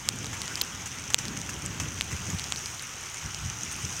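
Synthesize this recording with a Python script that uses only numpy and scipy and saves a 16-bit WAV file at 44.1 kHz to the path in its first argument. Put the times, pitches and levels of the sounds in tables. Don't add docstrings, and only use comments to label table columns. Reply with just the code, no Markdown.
import sys
import numpy as np
from scipy import signal
from scipy.fft import rfft, irfft, next_fast_len
from scipy.io import wavfile
from scipy.ndimage import uniform_filter1d, minimum_filter1d, map_coordinates

SR = 44100
rng = np.random.default_rng(int(sys.argv[2]) if len(sys.argv) > 2 else 0)


def master_out(mix):
    frames = np.transpose(np.atleast_2d(mix))
    ceiling = np.clip(frames, -1, 1)
    pcm = np.round(ceiling * 32767).astype(np.int16)
    wavfile.write(sys.argv[1], SR, pcm)


N = 176400


def amp(db):
    return 10 ** (np.asarray(db) / 20)


def unit(x):
    return x / np.sqrt(np.mean(x ** 2) + 1e-20)


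def curves(rows):
    times, *columns = np.transpose(rows)
    return [np.interp(np.arange(N) / SR, times, column) for column in columns]


def wobble(per_s):
    knots = rng.standard_normal(int(N * per_s / SR) + 4)
    return map_coordinates(knots, [np.arange(N) * per_s / SR])


def filtered(x, response):
    size = next_fast_len(N + 8192)
    return irfft(rfft(x, size) * response(np.fft.rfftfreq(size, 1 / SR)), size)[:N]


def coloured(x, colour):
    f, db = np.transpose(colour)
    return unit(filtered(x, lambda hz: amp(np.interp(np.log(hz + 1), np.log(f + 1), db))))


def patchy_noise(depth_db):
    spectra = signal.stft(rng.standard_normal(N), nperseg=512)[2]
    patches = uniform_filter1d(rng.standard_normal(spectra.shape), size=5, axis=0)
    patches = uniform_filter1d(patches, size=7, axis=1)
    return signal.istft(spectra * amp(depth_db * unit(patches)), nperseg=512)[1][:N]


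def ring(t, hz, t60):
    return np.sin(2 * np.pi * hz * t) * np.exp(-np.log(1000) * t / t60)


def snap(colour, size):
    f, db = np.transpose(colour)
    spectrum_db = np.interp(np.log(np.fft.rfftfreq(size, 1 / SR) + 1), np.log(f), db)
    cepstrum = irfft(np.log(amp(spectrum_db)), size)
    causal = 2 * cepstrum * (np.arange(size) < size // 2)
    pulse = irfft(np.exp(rfft(causal)), size)
    return pulse / np.abs(pulse).max()


def pellets(per_s, spread_db, median_hz=4850, mean_cycles=6.4, ceiling_db=15, size=160):
    when, pitch, strength, length = rng.random((int(per_s * N / SR), 4)).T[:, :, None]
    start = (when * N).astype(int)
    octaves = 0.31 * np.log(pitch / (1 - pitch))
    hz = np.clip(median_hz * 2 ** octaves, 500, 15000)
    db = -spread_db * np.log(strength + np.exp(-ceiling_db / spread_db))
    t60 = mean_cycles * (.5 + length) / hz
    grains = amp(db) * ring(np.arange(size) / SR, hz, t60) * np.sqrt(hz / median_hz)
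    return np.bincount((start + np.arange(size)).ravel(), grains.ravel(), N)[:N]


# t/s, rumble level/dB, rush level/dB
BREEZE = [(0.0, -49, -60), (0.13, -44, -44.5), (0.24, -45.5, -46), (0.58, -48, -47.5), (0.92, -50, -53),
          (1.3, -47.5, -43.5), (1.83, -42, -48.5), (2.23, -43, -48.5), (2.54, -48.5, -52.5),
          (2.87, -55, -58), (3.16, -53, -61), (3.41, -45, -60), (3.63, -51, -51.5), (3.88, -46.5, -49),
          (4.0, -46, -51.5)]
# t/s, rumble level/dB, rush level/dB, half width/s
GUSTS = [(.315, -34, -49, 0.014), (1.279, -46, -41, 0.037), (1.83, -38.5, -41.5, 0.041),
         (2.145, -33, -42, 0.02), (2.3, -46, -34.5, 0.021), (2.344, -26.5, -40, 0.013),
         (3.268, -33.5, -47.5, 0.03), (3.457, -30.5, -60, 0.055), (3.854, -33.5, -50, 0.022)]
# f/Hz, relative level/dB
RUMBLE_COLOUR = [(22, -34), (40, -19.5), (60, -1), (85, 1), (120, 2), (170, -6), (260, -27.5), (600, -59)]
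# f/Hz, relative level/dB
RUSH_COLOUR = [(60, -38), (120, -4), (170, -1), (280, -6), (400, -11.5), (600, -19), (1200, -45)]


def wind(rumble_trim_db=2, rush_trim_db=1, lumpy_db=2):
    rumble_db, rush_db = curves(BREEZE)
    rush_db = rush_db + lumpy_db * wobble(per_s=24.96)
    centre_s, gust_rumble_db, gust_rush_db, width_s = np.transpose(GUSTS)
    swells = np.exp(-((np.arange(N)[:, None] / SR - centre_s) / width_s) ** 2)
    rumble_gain = np.hypot(amp(rumble_db + rumble_trim_db), swells @ amp(gust_rumble_db))
    rush_gain = np.hypot(amp(rush_db + rush_trim_db), swells @ amp(gust_rush_db))
    rumble = coloured(rng.standard_normal(N), RUMBLE_COLOUR)
    rush = coloured(rng.standard_normal(N), RUSH_COLOUR)
    return rumble_gain * rumble + rush_gain * rush


# f/Hz, relative level/dB
HISS_COLOUR = [(150, -16.5), (350, -8.5), (600, -11.5), (800, -5.5), (1050, -4), (1400, -2), (1750, -4.5),
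               (2200, -3.5), (3050, -4), (3700, -9), (4400, -11.5), (5100, -7), (5900, -0.5), (6600, 0),
               (7500, -8.5), (8500, -12), (10000, -20), (12000, -21), (15800, -25)]
# t/s, body level/dB, treble level/dB
FALL_STRENGTH = [(0.0, -43.5, -41.5), (0.1, -42.5, -43), (0.24, -42, -41), (0.48, -41, -39),
                 (0.8, -42, -41), (1.95, -42.5, -41), (2.25, -41.5, -39.5), (2.64, -42.5, -38.5),
                 (2.97, -43, -41), (3.5, -42, -40), (4.0, -41, -37)]


def far_sleet(body_trim_db=-1.5, treble_trim_db=-3, split_hz=3760):
    body_db, treble_db = curves(FALL_STRENGTH)
    hiss = coloured(patchy_noise(depth_db=1.5), HISS_COLOUR)
    lows = filtered(hiss, lambda hz: 1 / (1 + (hz / split_hz) ** 8))
    body = amp(body_db + body_trim_db) * unit(lows)
    treble = amp(treble_db + treble_trim_db) * unit(hiss - lows)
    flutter = amp(0.31 * wobble(per_s=35.8))
    return flutter * (body + treble)


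# f/Hz, relative level/dB
PATTER_COLOUR = [(300, 1.5), (1200, -11.5), (3000, 5), (4300, -11.5), (6200, 15), (7400, -7.5), (8400, 11),
                 (10500, -3.5), (15500, -8)]


def near_sleet(level_db=-45):
    treble_db = curves(FALL_STRENGTH)[1]
    patter = coloured(pellets(per_s=420, spread_db=19), PATTER_COLOUR)
    return amp(level_db + treble_db - treble_db.mean()) * patter


def specks(per_s=30, base_db=-34, spread_db=2.6, low_hz=3500, top_hz=14000):
    count = int(per_s * N / SR)
    when, strength = rng.random((count, 2)).T
    sizes = amp(base_db - spread_db * np.log(np.maximum(strength, 1 / count)))
    clicks = np.bincount((when * N).astype(int), sizes, N)
    return filtered(clicks, lambda hz: 1j * hz / (low_hz + 1j * hz) / (1 + (hz / top_hz) ** 4))


# t/s, level/dB, fading time/s
SPATTERS = [(.329, -33.5, 0.023), (.573, -30.5, 0.0082), (.858, -32, 0.017), (1.103, -29, 0.0058),
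            (1.181, -34.5, 0.03), (1.369, -31, 0.0054), (1.491, -30.5, 0.0096), (1.799, -30, 0.023),
            (2.109, -38.5, 0.068), (2.298, -41, 0.028)]
# f/Hz, relative level/dB
SPATTER_COLOUR = [(300, -19), (800, 3.5), (1600, 6), (3000, 1), (4300, -12.5), (6200, 6.5), (8500, 1.5),
                  (10500, -3), (15500, -4)]


def spatters(rise_s=0.00023):
    envelope = np.zeros(N)
    for start_s, db, fade_s in SPATTERS:
        t = np.maximum(np.arange(N) / SR - start_s, 0)
        envelope += amp(db) * (1 - np.exp(-t / rise_s)) * np.exp(-t / fade_s)
    return envelope * coloured(pellets(per_s=5000, spread_db=2.5), SPATTER_COLOUR)


# t/s, dry peak level/dB, ring f/Hz, ring t60/s, crack over ring/dB
CLOSE_HITS = [(0.0888, -0.5, 5200, 0.00088, -7.5), (.1881, -20, 6300, .003, -9),
              (0.2449, -17.5, 4300, 0.0018, 16), (0.267, -20, 4000, 0.00068, -15),
              (.418, -12, 4240, 0.00065, -13), (0.4793, -17, 5030, .002, 2),
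              (0.5561, -12.5, 5100, 0.0023, -22), (0.6131, -15.5, 3550, 0.002, -18),
              (0.6141, -7, 4300, 0.0027, -18), (0.6149, -16, 5200, .002, -11),
              (0.6168, -13, 14500, 0.0011, -7), (0.6187, -13.5, 13000, 0.0021, 11),
              (1.1042, -18.5, 7100, 0.0016, -18), (1.1367, -17, 6400, 0.0083, -27),
              (1.1446, 7, 3400, 0.00067, 6), (1.188, -11.5, 5840, 0.0037, -9),
              (1.2542, -16.5, 5260, 0.00079, 0), (1.2827, -17.5, 4850, 0.0018, -8),
              (1.374, -15, 6340, 0.0027, -14), (1.416, -17, 6400, 0.0028, -16),
              (1.6616, -15.5, 7700, 0.003, -16), (1.8004, -14.5, 6200, 0.008, 0),
              (2.0105, -5.5, 2790, 0.0016, -9), (2.0194, -20, 5600, 0.0014, 4),
              (2.3023, -20.5, 6830, 0.01, -16), (2.389, -20, 4100, 0.0018, 3),
              (2.3961, -15, 4370, 0.00094, -16), (2.4416, -17, 5070, .0016, -9),
              (2.5229, -7, 3440, 0.003, 14), (2.5607, -17, 4400, 0.0014, -21),
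              (2.659, -16, 5000, 0.0018, -9), (2.7956, -21.5, 4300, 0.0027, -21),
              (2.824, -22, 9050, 0.0032, -5), (3.1443, -19.5, 7000, 0.0018, 0),
              (3.3465, -15.5, 5400, 0.0035, -3), (3.5, -17, 6140, 0.0047, -6),
              (3.634, -17, 6400, 0.0096, -18), (3.8518, -18.5, 5800, 0.0071, -12)]
# f/Hz, relative level/dB
CRACK_COLOUR = [(150, -3.5), (700, 5.5), (1900, 2.5), (3300, 11.5), (4400, 7.5), (5700, 2), (6700, 13),
                (8400, 9), (9800, -14), (13000, -22), (16000, -18)]


def close_hits(low_hz=80, ping_top_hz=13000, size=600):
    ticks = np.zeros(N)
    t = np.arange(size) / SR
    crack = snap(CRACK_COLOUR, size)
    soften = signal.butter(2, ping_top_hz, fs=SR)
    for start_s, db, hz, t60, crack_db in CLOSE_HITS:
        thin_ring = np.convolve(ring(t, hz, t60), [1, 0, -1])[:size]
        ping = signal.lfilter(*soften, thin_ring)
        tick = ping / np.abs(ping).max() + amp(crack_db) * crack
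        ticks[int(start_s * SR):][:size] += amp(db) * tick / np.abs(tick).max()
    return filtered(ticks, lambda hz: 1j * hz / (low_hz + 1j * hz))


def scene():
    return (wind() + far_sleet() + close_hits() + spatters() + near_sleet() + specks())[None]


def gain_control(x, threshold_db, hold_s, window=88):
    level = np.sqrt(np.abs(uniform_filter1d(x ** 2, window))) + 1e-9
    hold = int(hold_s * SR)
    wanted_gain = np.minimum(1, amp(threshold_db) / level)
    held_gain = uniform_filter1d(minimum_filter1d(wanted_gain, hold), window)
    late_gain = np.pad(held_gain, (hold // 2 + window, 0), constant_values=1)[:N]
    return x * late_gain


def record(dry):
    ceiling, hardness, top_hz = .99, 20, 15950
    ducked = gain_control(dry[0], threshold_db=-13, hold_s=.036)
    clipped = ducked / (1 + np.abs(ducked / ceiling) ** hardness) ** (1 / hardness)
    return filtered(clipped, lambda hz: 1 / (1 + (hz / top_hz) ** 300))[None]


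dry = scene()
out = record(dry)
master_out(out)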